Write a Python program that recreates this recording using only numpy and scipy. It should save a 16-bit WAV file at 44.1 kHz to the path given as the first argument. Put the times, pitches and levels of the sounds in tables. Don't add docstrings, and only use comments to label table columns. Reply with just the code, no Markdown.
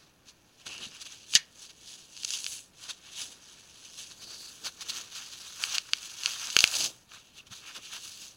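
import sys
import numpy as np
from scipy import signal
from scipy.fft import rfft, irfft, next_fast_len
from scipy.io import wavfile
from scipy.ndimage import uniform_filter1d, map_coordinates

SR = 44100
rng = np.random.default_rng(int(sys.argv[2]) if len(sys.argv) > 2 else 0)


def transcribe(signal):
    frames = np.atleast_2d(signal).T
    limited = np.clip(frames, -1, 1)
    pcm = np.round(limited * 32767).astype(np.int16)
    wavfile.write(sys.argv[1], SR, pcm)


N = 368676

# middle in seconds,
# length in seconds, level in dB, glove drag in dB relative to that level, pitch of the scuff in Hz.
STROKES = [(0.012, 0.15, -62, -5.5, 4530), (0.29, 0.056, -52.5, -9.5, 4800), (0.612, 0.047, -57, -12, 2970),
           (0.67, 0.021, -39, -8, 3200), (0.735, 0.13, -44.5, -9, 2880), (0.839, 0.083, -40.5, -11.5, 3770),
           (0.954, 0.1, -50, -8.5, 2880), (1.018, 0.029, -41.5, -13.5, 4700),
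           (1.068, 0.027, -42, -15.5, 3280), (1.131, 0.052, -55, -3, 3040), (1.703, 0.027, -49, -9, 3180),
           (2.902, 0.033, -35, -11, 4480), (3.076, 0.12, -50, -10.5, 3300), (3.183, 0.11, -41, -19, 3300),
           (4.113, 0.039, -48.5, -12, 4045), (4.231, .042, -42.5, -17, 4420), (4.33, .08, -45, -11, 5490),
           (4.665, 0.045, -32.5, -10.5, 4310), (4.819, 0.033, -37.5, -6.5, 4480),
           (4.9, 0.024, -30.5, -20.5, 4260), (5.341, 0.051, -44.5, -16, 3630),
           (5.893, 0.021, -47.5, -7, 4800), (7.155, 0.11, -49.5, -8.5, 3730),
           (7.273, 0.2, -60.5, -15.5, 3080), (7.384, 0.067, -50, -13.5, 3480),
           (7.474, 0.025, -51.5, -11, 3020), (7.529, 0.035, -44.5, -8.5, 3490),
           (7.567, 0.096, -47, -14, 3720), (7.685, 0.11, -44.5, -9, 2840), (7.766, .05, -41, -7.5, 3380),
           (7.858, 0.1, -45, -15.5, 2960), (7.948, .08, -38, -12, 3390)]
# frequency in Hz, density in dB per Hz.
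CELL_SPECTRUM = [(200, -49), (900, -18.5), (1800, -13.5), (2400, -10), (3100, 0.5), (5000, 0.5),
                 (6600, 0.5), (8000, -11), (11000, -26), (16000, -26)]
# frequency in Hz, gain in dB.
WALL_COLOUR = [(300, -3), (850, -6), (1480, 4), (2500, -0.5), (6500, 2), (9000, -6), (16000, -21)]

STROKE_SHAPE = 1.73


def amp(db):
    return 10 ** (np.asarray(db) / 20)


def unit(x):
    return x / np.sqrt(np.mean(x ** 2) + 1e-20)


def along(points, hz):
    f, v = np.transpose(points)
    return np.interp(np.log(hz + 1), np.log(f), v)


def curve(rows):
    return np.interp(np.arange(N) / SR, *np.transpose(rows))


def wobble(rate):
    knots = rng.standard_normal(int(N * rate / SR) + 4)
    return map_coordinates(knots, [np.arange(N) * rate / SR])


def add(track, s, sound):
    part = track[max(round(s * SR), 0):][:len(sound)]
    part += sound[:len(part)]


def coloured(x, gain_db):
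    m = 2 * next_fast_len(len(x) // 2 + 2048)
    cepstrum = irfft(np.log(amp(gain_db(np.fft.rfftfreq(m, 1 / SR)))))
    cepstrum[1:m // 2] *= 2
    cepstrum[m // 2 + 1:] = 0
    return irfft(rfft(x, m) * np.exp(rfft(cepstrum)))[:len(x)]


def shaped(x, spectrum):
    return unit(coloured(x, lambda hz: along(spectrum, hz)))


def resonance(x, hz, q):
    b, a = signal.iirpeak(min(hz, SR / 4), max(q, .7), SR)
    return signal.lfilter(b, a, x)


def double_resonance(x, hz, q):
    return resonance(resonance(x, hz, q), hz, q)


def grains(rate, scatter_db):
    hit = rng.random(N) < rate / SR
    sign = rng.choice([-1, 1], N)
    size = amp(scatter_db * np.clip(rng.standard_normal(N), -2, 2))
    return unit(hit * sign * size)


def swells(peak_s, build, release, db, shape):
    s = np.arange(0, N, 32)[:, None] / SR
    away = np.abs(np.maximum((peak_s - s) / build, (s - peak_s) / release))
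    power = np.sum(amp(db - 10 * away ** shape) ** 2, axis=1)
    return curve(np.column_stack([s, power]))


def effort():
    # hardest moment in seconds, build and release in seconds
    # per 10 dB, crush level in dB, fine powder and glove drag in dB relative to the crush.
    squeezes = [(1.12, 0.35, 0.24, -51, -11.5, -20), (1.349, 0.028, 0.023, -33.5, -6, -39),
                (1.645, .085, 0.028, -48.5, -7, -12.5), (1.91, 0.12, 0.14, -48.5, -8, -18),
                (2.345, 0.11, 0.058, -35.5, -8.5, -30), (2.54, 0.17, 0.059, -42, -0.5, -23),
                (2.83, 0.04, 0.1, -45.5, -8, -11), (3.208, 0.05, 0.088, -40.5, -6, -15.5),
                (3.52, 0.37, 0.35, -55, -9.5, -9.5), (3.85, 0.18, .15, -52, -8.5, -15),
                (4.0, .06, 0.11, -43, -8, -20), (4.44, 0.27, 0.33, -50, -5.5, -11.5),
                (4.97, 0.11, 0.068, -38.5, -12, -10.5), (5.17, 0.056, 0.12, -40.5, -12, -11),
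                (5.45, 0.15, 0.4, -46, -9, -12), (5.635, 0.046, 0.058, -37, -8, -7.5),
                (5.752, 0.055, 0.027, -31, -13.5, -11.5), (6.06, 0.19, 0.14, -45.5, -9.5, -12),
                (6.28, 0.09, 0.06, -36.5, -12, -11), (6.45, 0.2, 0.095, -39, -10, -9),
                (6.62, 0.11, 0.071, -33, -10.5, -17), (6.75, 0.11, 0.091, -35, -5, -12.5),
                (6.843, .09, 0.032, -29.5, -8.5, -19), (8.045, 0.061, 0.14, -44, -8, -18),
                (8.235, .08, 0.068, -44.5, -9, -21)]
    squeeze_shape = 1.09
    s, build, release, db, powder, drag = np.transpose(squeezes)
    levels = db, db + powder, db + drag
    squeezing = [swells(s, build, release, level, squeeze_shape) for level in levels]

    s, length, db, drag, hz = np.transpose(STROKES)
    grit = 1 * np.log2(hz / 3460)
    parts = -3 + grit, -13 + grit, drag
    stroking = [swells(s, length / 2, length / 2, db + part, STROKE_SHAPE) for part in parts]

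    holding = amp([[-71.5], [-84], [-75]]) ** 2
    level_db, fine_db, drag_db = 10 * np.log10(holding + squeezing + stroking)
    return level_db, fine_db - level_db, drag_db


def shifting(x, patchy_db):
    z = signal.stft(x, nperseg=256)[2]
    across_pitch = uniform_filter1d(rng.standard_normal(z.shape), size=5, axis=0)
    patches = uniform_filter1d(across_pitch, size=10, axis=1)
    return unit(signal.istft(z * amp(patchy_db * unit(patches)), nperseg=256)[1][:N])


def crush(level_db, powder_db):
    # frequency in Hz, density in dB per Hz.
    dust_spectrum = [(3000, -40.5), (6500, 2.5), (7800, 1.5), (10000, -5.5), (11500, -12), (16000, -16.5)]
    rate = 12000 * amp(.25 * (level_db - level_db.max()))
    level = amp(level_db + 1.27 * wobble(70) + 1.7 * wobble(450))
    collapses = grains(rate, scatter_db=2.0) / np.sqrt(rate)
    cells = shifting(shaped(collapses, CELL_SPECTRUM), patchy_db=1.83)
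    dust = shaped(grains(12000, scatter_db=1.0), dust_spectrum)
    coarse = unit(double_resonance(grains(5000, scatter_db=1.5), hz=3070, q=2.0))
    coarse_gain = amp(-22 - powder_db + 1.4 * wobble(22))
    return level * (amp(-1.0) * cells + amp(powder_db + 2.0) * dust + coarse_gain * coarse)


def crackle(level_db, crackle_db=-11):
    return amp(level_db + crackle_db) * shaped(grains(260, scatter_db=4.0), CELL_SPECTRUM)


def snap(hz):
    t = np.arange(SR // 50) / SR
    force = 0.04 * rng.standard_normal(len(t)) * amp(-60 * t / 0.014)
    force[0] += 1
    sound = resonance(resonance(force, hz, q=1.11), hz, q=0.7)
    sound = sound - 0.45 * np.interp(t - 0.00053, t, sound, left=0)
    return sound / np.abs(sound).max()


def snaps():
    # start in seconds, peak in dB ahead of the wall's colour, pitch in Hz.
    single_snaps = [(1.3378, -14, 3320), (1.3522, 4, 5800), (1.3535, -2.5, 4930), (1.37, -14, 3500),
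                    (2.167, -29, 4200), (2.176, -27, 4200), (2.2342, -21, 3930), (2.248, -9, 6300),
                    (2.2502, -15, 4870), (2.3058, -13, 5460), (2.3745, -18, 6030), (2.4434, -16, 4800),
                    (2.465, -15, 3530), (3.2184, -19, 5000), (5.6385, -9, 3000), (5.7827, -7, 3700),
                    (5.9344, -3, 3120), (6.235, -17.5, 3800), (6.2597, -5.5, 3600), (6.268, -17.5, 4500),
                    (6.4715, -20, 4520), (6.5027, -17, 4070), (6.566, 0.5, 2460), (6.5668, 0, 5960),
                    (6.5897, 0, 3960), (6.5932, -10, 4470), (6.606, -1.5, 4660), (6.6407, 6, 2780),
                    (6.649, -12.5, 5130), (6.676, -10, 5960), (6.753, -19.5, 5500), (6.806, -12, 4500),
                    (7.1185, -36.5, 2390)]
    out = np.zeros(N)
    for s, db, hz in single_snaps:
        add(out, s, amp(db) * snap(hz))
    return coloured(out, lambda hz: along(WALL_COLOUR, hz))


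def crumbling():
    # start in seconds, end in seconds, cracks per second,
    # middle of the range of peaks in dB ahead of the wall's colour.
    showers = [(0.673, 0.87, 50, -30), (2.29, 2.399, 150, -28.5), (2.441, 2.592, 110, -34.5),
               (5.947, 6.211, 35, -29.5), (6.272, 6.702, 115, -27.5), (6.71, 6.864, 230, -20)]
    out = np.zeros(N)
    for start, end, rate, db in showers:
        count = int((end - start) * rate)
        for when, size, pitch in rng.random((count, 3)):
            crack = amp(db + 12 * (size - .5)) * snap(3500 * 2 ** pitch)
            add(out, start + when * (end - start), crack)
    return coloured(out, lambda hz: along(WALL_COLOUR, hz))


def block_break(tear_db=-14.5, tear_length=0.017, ring_db=-36):
    # frequency in Hz, level in dB relative to ring_db, t60 in seconds.
    ring_modes = [(1840, -4, 0.24), (2060, 4.5, 0.15), (4320, 5.5, 0.13)]
    # frequency in Hz, density in dB per Hz.
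    tear_spectrum = [(50, -26), (150, -22), (400, -27), (1300, -23), (1800, 4), (2300, -9), (3000, 1.5),
                     (6400, 3), (8000, -8.5), (16000, -51.5)]
    t = np.arange(SR // 3) / SR
    fractures = shaped(grains(4000, scatter_db=0.0)[:len(t)], tear_spectrum)
    tear = amp(tear_db) * np.exp(-(t / tear_length) ** 2) * fractures
    ring = np.zeros(len(t))
    for hz, db, t60 in ring_modes:
        rough_tone = unit(resonance(rng.standard_normal(len(t)), hz, q=11))
        ring += amp(ring_db + db - 60 * t / t60) * rough_tone
    out = np.zeros(N)
    add(out, 1.3515, tear + ring)
    return out


def fist(x):
    closed = (6.55, 6.9)
    t = np.arange(N) / SR
    enclosed = x * (t > closed[0]) * (t < closed[1])
    return amp(16.5) * resonance(resonance(enclosed, hz=503, q=1.7), hz=680, q=1.35)


def gloves(level_db, drag_db):
    # frequency in Hz, density in dB per Hz.
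    glove_spectrum = [(150, -25), (500, -12.5), (850, -5.5), (1380, 2.8), (1850, -0.5), (2600, -3),
                      (5000, -29), (12000, -57)]
    hand_spectrum = [(30, -28.5), (100, 1), (170, -2), (330, 1), (600, -4.5), (1200, -10.5), (4000, -63.5)]
    # middle in seconds, length in seconds, level in dB.
    hold_shifts = [(0.688, 0.068, -55.5), (0.805, 0.25, -60), (3.27, 0.29, -64.5), (4.307, 0.32, -61),
                   (4.657, 0.094, -56.5), (4.94, 0.27, -60), (6.83, 0.18, -51), (7.775, 0.048, -55.5)]
    drag = amp(drag_db + 2.1 * wobble(120)) * shaped(grains(3000, scatter_db=5.0), glove_spectrum)
    s, length, db = np.transpose(hold_shifts)
    pressing = amp(-65 + 0.34 * (level_db - level_db.max()))
    rustle = np.sqrt(pressing ** 2 + swells(s, length / 2, length / 2, db, STROKE_SHAPE))
    return drag + rustle * shaped(grains(1200, scatter_db=-1), hand_spectrum)


def scuffs():
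    out = np.zeros(N)
    t = np.arange(-SR // 5, SR // 5) / SR
    for s, length, db, _, hz in STROKES:
        slips = rng.standard_normal(len(t)) * (rng.random(len(t)) < 6000 / SR)
        scuff = unit(double_resonance(slips, hz, q=2.3))
        scuff *= amp(db - 5.5 - 10 * np.abs(2 * t / length) ** STROKE_SHAPE)
        add(out, s + t[0], scuff[s + t >= 0])
    return out


def rasps():
    # centre in seconds, half length in seconds, level in dB, pitch in Hz.
    slides = [(0.744, 0.062, -50.5, 2780), (0.84, 0.025, -44, 2930), (2.908, 0.0047, -35, 3500),
              (4.361, 0.16, -49, 4550), (4.665, 0.016, -44, 4340), (4.898, 0.0098, -34.5, 4050),
              (7.395, 0.013, -50, 2780)]
    out = np.zeros(N)
    t = np.arange(-SR // 5, SR // 5) / SR
    for s, length, db, hz in slides:
        slips = rng.standard_normal(len(t)) * (rng.random(len(t)) < 2500 / SR)
        rasp = unit(double_resonance(slips, hz, q=5.7))
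        add(out, s + t[0], amp(db) * np.exp(-(t / length) ** 4) * rasp)
    return out


def low_thumps():
    # start in seconds, level in dB, pitch in Hz.
    thumps = [(0.867, -45.5, 216), (1.35, -40, 150), (6.566, -31, 420), (6.64, -52, 85), (7.507, -48, 128),
              (7.518, -48, 172)]
    out = np.zeros(N)
    for s, db, hz in thumps:
        cycles = np.arange(SR // 10) / SR * hz
        swell = 2 * cycles * np.exp(1 - 2 * cycles)
        add(out, s, amp(db) * swell * np.sin(2 * np.pi * cycles))
    return out


def placed(x):
    # frequency in Hz, gain in dB.
    left_colour = [(900, 1), (1300, -2), (1700, 0.5), (10500, 0), (14000, -2.5)]
    right_colour = [(10500, 0), (12500, 2.5)]
    right = np.arange(N) / SR > 4.15
    at_left = coloured(x * ~right, lambda hz: along(left_colour, hz))
    at_right = coloured(x * right, lambda hz: along(right_colour, hz))
    return at_left + at_right


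def room(x):
    # frequency in Hz, t60 in seconds.
    decay_times = [(200, 0.28), (4000, 0.2), (14000, 0.087)]
    hz, t, z = signal.stft(rng.standard_normal(SR // 3), SR, nperseg=256)
    decay = amp(-60 * t / along(decay_times, hz)[:, None])
    tail = signal.istft(z * decay, SR, nperseg=256)[1]
    return signal.fftconvolve(x, tail / np.linalg.norm(tail))[:N]


def room_hush():
    # frequency in Hz, density in dB per Hz.
    hush_spectrum = [(20, -1), (50, 3), (130, 5.5), (300, 1), (800, -6), (2500, -12), (6500, -20.5)]
    return amp(-65.0) * shaped(rng.standard_normal(N), hush_spectrum)


def scene():
    level_db, powder_db, drag_db = effort()
    crunch = crush(level_db, powder_db) + crackle(level_db) + crumbling()
    breaking = crunch + fist(crunch) + snaps() + block_break()
    handling = gloves(level_db, drag_db) + scuffs() + rasps()
    foam = placed(breaking + handling + low_thumps())
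    return (foam + amp(-22.0) * room(foam) + room_hush())[None]


def record(dry):
    # centre in Hz, width in Hz, gain in dB.
    port_modes = [(2026, 73, -8), (2686, 180, 3), (5460, 250, -3), (6070, 270, 2.5), (7264, 135, -10),
                  (8750, 406, -7), (9820, 360, 6)]
    top_hz, clip_top = 16000, 0.9

    def port_db(f):
        return sum(db * np.exp(-((f - hz) / width) ** 2 / 2) for hz, width, db in port_modes)

    x = coloured(dry[0], port_db)
    x = x / (1 + np.abs(x / clip_top) ** 4) ** (1 / 4)
    in_band = np.fft.rfftfreq(N, 1 / SR) < top_hz
    return irfft(rfft(x) * in_band, N)[None]


dry = scene()
out = record(dry)
transcribe(out)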